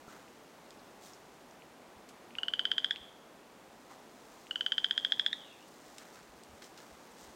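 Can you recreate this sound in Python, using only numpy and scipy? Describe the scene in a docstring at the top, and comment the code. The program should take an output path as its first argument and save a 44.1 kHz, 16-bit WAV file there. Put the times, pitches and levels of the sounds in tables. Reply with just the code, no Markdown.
"""The soft hush of a wet, leafless wood comes first, with a rustle of dry grass and a dull knock.
Twigs snap now and then; a chorus frog in a puddle gives two creaking trills; a faint whistle follows.
Hush and rustle are coloured noise; knocks, bumps and larynx clicks are damped rings; twigs are splintering noise.
Each trill is a row of tiny falling chirps that climb in pitch; trunks and stems scatter them back."""
import sys
import numpy as np
from scipy import signal
from scipy.fft import rfft, irfft
from scipy.io import wavfile

SR = 44100
rng = np.random.default_rng(int(sys.argv[2]) if len(sys.argv) > 2 else 0)


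def materialize(psi):
    """Save the field psi as 16-bit PCM at rate SR to the path in sys.argv[1].

    A 1-D psi becomes a single channel; in a 2-D psi each row is a channel.
    """
    bounded = np.clip(np.atleast_2d(psi).T, -1, 1)
    quanta = np.round(bounded * 32767).astype(np.int16)
    wavfile.write(sys.argv[1], SR, quanta)


N = 324355
TIME = np.arange(N) / SR


def from_db(db):
    """Decibels to gain."""
    return 10 ** (np.asarray(db) / 20)


def rms_one(x):
    """Scale to unit rms."""
    return x / np.sqrt(np.mean(x ** 2) + 1e-20)


def in_time(rows):
    """Each column of a curve at every sample."""
    start_s, *columns = np.transpose(rows)
    return [np.interp(TIME, start_s, column) for column in columns]


def band(x, low_hz, high_hz, order=2):
    """Causal band-pass."""
    edges_hz = [low_hz, min(high_hz, .45 * SR)]
    return signal.sosfilt(signal.butter(order, edges_hz, "band", fs=SR, output="sos"), x)


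def coloured(noise, spectrum):
    """Give a noise a smooth spectrum, drawn on a log frequency axis; rms 1."""
    hz, db = np.transpose(spectrum)
    bins_hz = np.maximum(np.fft.rfftfreq(N, 1 / SR), 1)
    gain = from_db(np.interp(np.log(bins_hz), np.log(hz), db))
    return rms_one(irfft(rfft(noise) * gain, N))


def add(out, start_s, sound):
    """Mix a short sound in at a time."""
    at = max(round(start_s * SR), 0)
    out[at:at + len(sound)] += sound[:max(N - at, 0)]


def swell(t, peak_s, shape):
    """Envelope that rises from 0 to 1 at peak_s, then dies away; a higher shape is tighter."""
    return (t / peak_s * np.exp(1 - t / peak_s)) ** shape


def blips(rows):
    """Damped rings: a sine under a quick swell, for rows of start_s, level_db, ring_hz, swell_s."""
    out = np.zeros(N)
    t = np.arange(SR // 8) / SR
    for start_s, level_db, ring_hz, swell_s in rows:
        ring = swell(t, swell_s, shape=0.87) * np.sin(2 * np.pi * ring_hz * t)
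        add(out, start_s, from_db(level_db) * ring)
    return out


HUSH_DB, HUSH_WANDER_DB, HUSH_WANDER_S = -56, 0.65, 0.392   # level, its drift, time between drift points
# spectrum of the hush: pitch_hz [Hz], level_db [dB per Hz, relative]
HUSH_COLOUR = [(15, -49), (25, -20), (53, -13), (86, -15.5), (184, -5), (241, -1.5), (316, -2.5),
               (449, -3.5), (812, -4.5), (1550, -12), (5670, -24), (6310, -24), (15800, -33.5)]


def hush():
    """Far air in the trees: broad noise weighted to the lows, wandering a little in level."""
    point_s = np.arange(20) * HUSH_WANDER_S
    wander = np.interp(TIME, point_s, rng.standard_normal(len(point_s)))
    level = from_db(HUSH_DB + HUSH_WANDER_DB * wander)
    return level * coloured(rng.standard_normal(N), HUSH_COLOUR)


# spectrum of the rustle: pitch_hz [Hz], level_db [dB per Hz, relative]
GRASS_COLOUR = [(1180, -16), (2000, -4), (2420, -12), (3510, -6), (6770, -4), (9080, -9.5), (10500, -20.5),
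                (12000, -15.5), (15800, -15.5)]
# steady stirring of the dry grass, before the rustle gain: start_s [s], level_db [dB]
GRASS_STIRRING = [(0, -73.5), (1.5, -74), (2.1, -84), (3.3, -78), (4.1, -72), (4.35, -68), (5.5, -71),
                  (6.0, -65), (6.3, -71.5), (7.35, -68.5)]
# single brushes through the grass, before the rustle gain: start_s [s], level_db [dB], swell_s [s to peak]
GRASS_BRUSHES = [(.06, -67, .06), (1.0, -60.5, 0.05), (3.89, -69.5, 0.027), (6.125, -64, 0.024),
                 (6.61, -62.5, 0.026), (6.76, -65.5, .04), (7.16, -63, 0.047)]
# soft, dull scuffs: start_s [s], level_db [dB], centre_hz [Hz], swell_s [s to peak]
GRASS_SCUFFS = [(.085, -58, 1410, 0.039), (3.89, -55.5, 900, .025), (5.985, -60.5, 1550, 0.028),
                (6.15, -57.5, 1480, 0.015), (6.615, -56, 1700, 0.0072), (6.77, -62, 1520, 0.032)]


def grass(grains_per_s, rustle_db):
    """Dry blades brush past each other in dense tiny clicks; scuffs are duller."""
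    power = from_db(in_time(GRASS_STIRRING)[0]) ** 2
    for start_s, level_db, swell_s in GRASS_BRUSHES:
        brush = swell(np.maximum(TIME - start_s, 0), swell_s, shape=1.25)
        power += (from_db(level_db) * brush) ** 2
    grains = rng.standard_normal(N) * (rng.random(N) < grains_per_s / SR)
    out = from_db(rustle_db) * np.sqrt(power) * coloured(grains, GRASS_COLOUR)
    for start_s, level_db, centre_hz, swell_s in GRASS_SCUFFS:
        stroke = swell(np.maximum(TIME - start_s, 0), swell_s, shape=0.87)
        dull = rms_one(band(grains, centre_hz / 1.26, centre_hz * 1.12, order=1))
        out += from_db(level_db) * stroke * dull
    return out


# parts of one dull knock: start_s [s], level_db [dB], ring_hz [Hz], swell_s [s to peak]
KNOCK_RINGS = [(.0798, -38.5, 380, 0.00039), (.0815, -47.5, 1360, .0018)]


def knock():
    """Two damped rings, low and higher, nearly together make one dull knock."""
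    return blips(KNOCK_RINGS)


# snapping twigs: start_s [s], level_db [dB before a 5 dB trim], centre_hz [Hz], decay_s [s],
# width_octaves [octaves]
TWIG_SNAPS = [(.2789, -48, 2180, .002, .8), (0.7066, -42.5, 4500, .0015, 0.86),
              (0.794, -52, 4200, .006, .5), (1.1344, -44, 5600, .003, 0.37), (1.51, -49, 6230, .002, .4),
              (1.6207, -48, 2580, 0.0024, 0.49), (2.0891, -46.5, 4180, 0.01, 2.3),
              (5.683, -52, 9000, 0.0028, .6), (5.9830, -35, 3970, 0.0024, 2),
              (6.4354, -46, 6000, .002, 0.9), (6.622, -45, 3200, 0.0055, 1.6),
              (6.641, -48.5, 4000, 0.0091, 1.6), (6.777, -49, 4000, 0.015, 1.5)]


def twigs(splinters_per_s, snap_db):
    """Each snap opens with one sharp click, then splinters for a few milliseconds."""
    out = np.zeros(N)
    t = np.arange(SR // 12) / SR
    for start_s, level_db, centre_hz, decay_s, width_octaves in TWIG_SNAPS:
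        splinters = rng.standard_normal(len(t)) * (rng.random(len(t)) < splinters_per_s / SR)
        splinters[0] = from_db(snap_db)
        spread = 2 ** (width_octaves / 2)
        crack = rms_one(band(splinters, centre_hz / spread, centre_hz * spread)) * np.exp(-t / decay_s)
        add(out, start_s, from_db(level_db - 5) * crack)
    return out


STEM_FADE_S = 0.59   # time over which the steady part of the stem echoes fades by 60 dB each
# echoes from the ground and near trunks, each with its own colour: delay_s [s], level_db [dB],
# bright_hz [Hz, sets the band]
TRUNK_ECHOES = [(.0052, -15, 3820), (.0095, -16, 6200), (.0135, -12.5, 7050), (0.025, -31, 2230),
                (.0332, -28.5, 4200), (0.052, -24, 2180)]


def wood(x, scatter_db, scatter_hz, stems_per_s):
    """A few distinct echoes, then a dying spray from thin stems, which throw back little bass."""
    t = np.arange(SR) / SR
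    # the echoes crowd closer together with time, as more stems are reached
    stems = rng.standard_normal(SR) * (rng.random(SR) < stems_per_s * (1 + t / .04) / SR)
    fade = from_db(-60 * t / STEM_FADE_S) + 3.3 * np.exp(-t / 0.011)
    spray = stems * (t > .007) * fade
    spray /= np.sqrt(np.sum(spray ** 2))
    response = from_db(scatter_db) * band(spray, scatter_hz, 9900)
    for delay_s, level_db, bright_hz in TRUNK_ECHOES:
        echo = band(signal.unit_impulse(SR // 200), bright_hz / 1.53, bright_hz * 1.36, order=1)
        add(response, delay_s, from_db(level_db) * echo)
    return x + signal.fftconvolve(x, response)[:N]


# soft low bumps: start_s [s], level_db [dB], ring_hz [Hz], swell_s [s to peak]
BUMP_RINGS = [(1.965, -57, 85, 0.0056), (3.01, -57, 75, 0.0044), (6.29, -62, 54.6, 0.0099),
              (6.35, -65, 65, 0.0089), (6.49, -58, 72, 0.0091), (6.53, -56, 80, 0.0064),
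              (6.92, -58, 65, 0.0082), (7.22, -65, 60, 0.01), (7.28, -58, 61.6, 0.0077)]


def bumps():
    """Soft bumps: low damped rings that swell over several milliseconds."""
    return blips(BUMP_RINGS)


# feeble clicks of the larynx as a trill starts or stops: start_s [s], level_db [dB], ring_hz [Hz],
# swell_s [s to peak]
LARYNX_CLICKS = [(2.3073, -42.5, 2640, 0.00024), (2.3526, -31.5, 2650, 0.0003),
                 (2.9599, -28, 2980, 0.00021), (4.4686, -40.5, 2760, 0.00021)]


def larynx_clicks():
    """The larynx ticks feebly around a trill, each tick a damped ring."""
    return blips(LARYNX_CLICKS)


# the gaps lengthen towards the longest gap, over so many pulses
LONGEST_GAP_S, SLOWING_PULSES = .1133, 18.8
# the frog warms up: the first pulse is weaker and softer, and the next ones close in on full strength
WARM_UP_PULSES, COLD_LOSS_DB, COLD_SWELL_S = 3.1, 9, 0.00037
# pitch climbs as the vocal sac fills: the first step, and the power of the pulse count that follows
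CLIMB_HZ, CLIMB_POWER = 32.5, 0.72
# a pulse at full strength: its swell, and its fundamental against the second harmonic
SWELL_S, FUNDAMENTAL_DB = 0.0013, -9
# the closing gesture over the last pulses adds a softer swell and more fundamental
CLOSING_PULSES, CLOSING_SWELL_S, CLOSING_FUNDAMENTAL_DB = 0.45, 0.00029, 5
PULSE_JITTER_DB, PULSE_JITTER_HZ = 0.5, 4.5
# the frog's trills: start_s [s], pulse_count [pulses], first_gap_s [s], closing_gap_s [s, hurried last
# pulses], full_level_db [dB], start_pitch_hz [Hz], last_lift_hz [Hz], last_loss_db [dB]
FROG_TRILLS = [(2.3846, 10, .04713, .06375, -16, 1461, 75, 3.5),
               (4.5093, 14, .04779, .06683, -15.5, 1482, 130, 7.0)]


def pulses():
    """A trill slows, swells and climbs, then ends on two hurried pulses, the last one high and weak."""
    rows = []
    for start_s, count, first_gap_s, closing_gap_s, full_db, start_hz, lift_hz, loss_db in FROG_TRILLS:
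        k = np.arange(round(count))
        gaps_s = LONGEST_GAP_S - (LONGEST_GAP_S - first_gap_s) * np.exp(-k[:-1] / SLOWING_PULSES)
        gaps_s[-2:] = closing_gap_s
        pulse_s = start_s + np.append(0, np.cumsum(gaps_s))
        cold = np.exp(-k / WARM_UP_PULSES)
        closing = np.exp(-k[::-1] / CLOSING_PULSES)
        level_chance, pitch_chance = rng.standard_normal((len(k), 2)).T
        level_db = full_db - COLD_LOSS_DB * cold - loss_db * (k == k[-1])
        level_db = level_db + PULSE_JITTER_DB * level_chance
        pitch_hz = start_hz + CLIMB_HZ * k ** CLIMB_POWER + lift_hz * closing
        pitch_hz = pitch_hz + PULSE_JITTER_HZ * pitch_chance
        swell_s = SWELL_S + COLD_SWELL_S * cold + CLOSING_SWELL_S * closing
        fundamental_db = FUNDAMENTAL_DB + CLOSING_FUNDAMENTAL_DB * closing
        rows += zip(pulse_s, level_db, pitch_hz, swell_s, fundamental_db)
    return rows


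def chirp(t, hz, sag, sag_s):
    """Phase of a tone that starts sharp and sags, passing through hz after sag_s."""
    return 2 * np.pi * np.cumsum(hz * (1 + sag * (np.exp(-t / sag_s) - np.exp(-1)))) / SR


# weak overtones of a pulse: multiple [times the pitch], level_db [dB against the second harmonic]
PULSE_OVERTONES = [(3, -23), (4, -33.5), (5, -40), (6, -45)]


def frog():
    """Each puff snaps the vocal cords open; pitch sags, and the vocal sac rings on at the second harmonic."""
    out = np.zeros(N)
    t = np.arange(SR // 60) / SR
    for start_s, level_db, pitch_hz, swell_s, fundamental_db in pulses():
        cords = chirp(t, 1.015 * pitch_hz, sag=0.18, sag_s=0.0015)
        sac = chirp(t, 2 * pitch_hz, sag=0.081, sag_s=0.0022)
        puff = swell(t, 0.69 * swell_s, shape=1.47)
        pulse = swell(t, swell_s, shape=1.28) * np.sin(sac)
        pulse += from_db(fundamental_db) * puff * np.sin(cords)
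        # the overtones are brief and sound with the sharp opening of the cords
        opening = chirp(t, pitch_hz, sag=0.22, sag_s=0.002)
        snap = swell(t, 0.65 * swell_s, shape=0.74)
        for multiple, overtone_db in PULSE_OVERTONES:
            pulse += snap * from_db(overtone_db) * np.sin(round(multiple) * opening)
        # a thin bright rasp, as strong in weak pulses as in loud ones
        noise = rng.standard_normal(len(t))
        rasp = from_db(-48) * band(noise, 4200, 9200) + from_db(-44.5) * band(noise, 8500, 9100)
        add(out, start_s, from_db(level_db) * pulse + snap * rasp)
    # so small a body radiates no bass; the extreme treble is cut too
    return band(out + larynx_clicks(), 1270, 8830, order=8)


# a faint whistle far off, falling but for a brief upturn: start_s [s], pitch_hz [Hz], level_db [dB]
WHISTLE_PATH = [(5.36, 3380, -80), (5.42, 3150, -55), (5.48, 2860, -61), (5.54, 2650, -62),
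                (5.58, 2570, -64), (5.64, 2910, -63), (5.72, 2800, -88)]


def whistle(blur_hz):
    """A mostly falling tone, blurred by its many paths through the trees."""
    pitch_hz, level_db = in_time(WHISTLE_PATH)
    blur = rms_one(band(rng.standard_normal(N), 16, blur_hz))
    return from_db(level_db) * blur * np.sin(2 * np.pi * np.cumsum(pitch_hz) / SR)


def scene():
    """Frog and twigs sound through the wood, over its hush; grass, knock and bumps stay dry."""
    far = hush() + whistle(blur_hz=130)
    rustle = grass(grains_per_s=3000, rustle_db=3.0)
    thumps = knock() + bumps()
    voices = twigs(splinters_per_s=6000, snap_db=5.0) + frog()
    near = wood(voices, scatter_db=-13.0, scatter_hz=1980, stems_per_s=550)
    return (far + rustle + thumps + near)[None]


CUTOFF_HZ = 15900


def record(dry):
    """A steep elliptic low-pass removes the very top."""
    return signal.sosfilt(signal.ellip(12, .1, 80, CUTOFF_HZ, fs=SR, output="sos"), dry)


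dry = scene()
out = record(dry)
materialize(out)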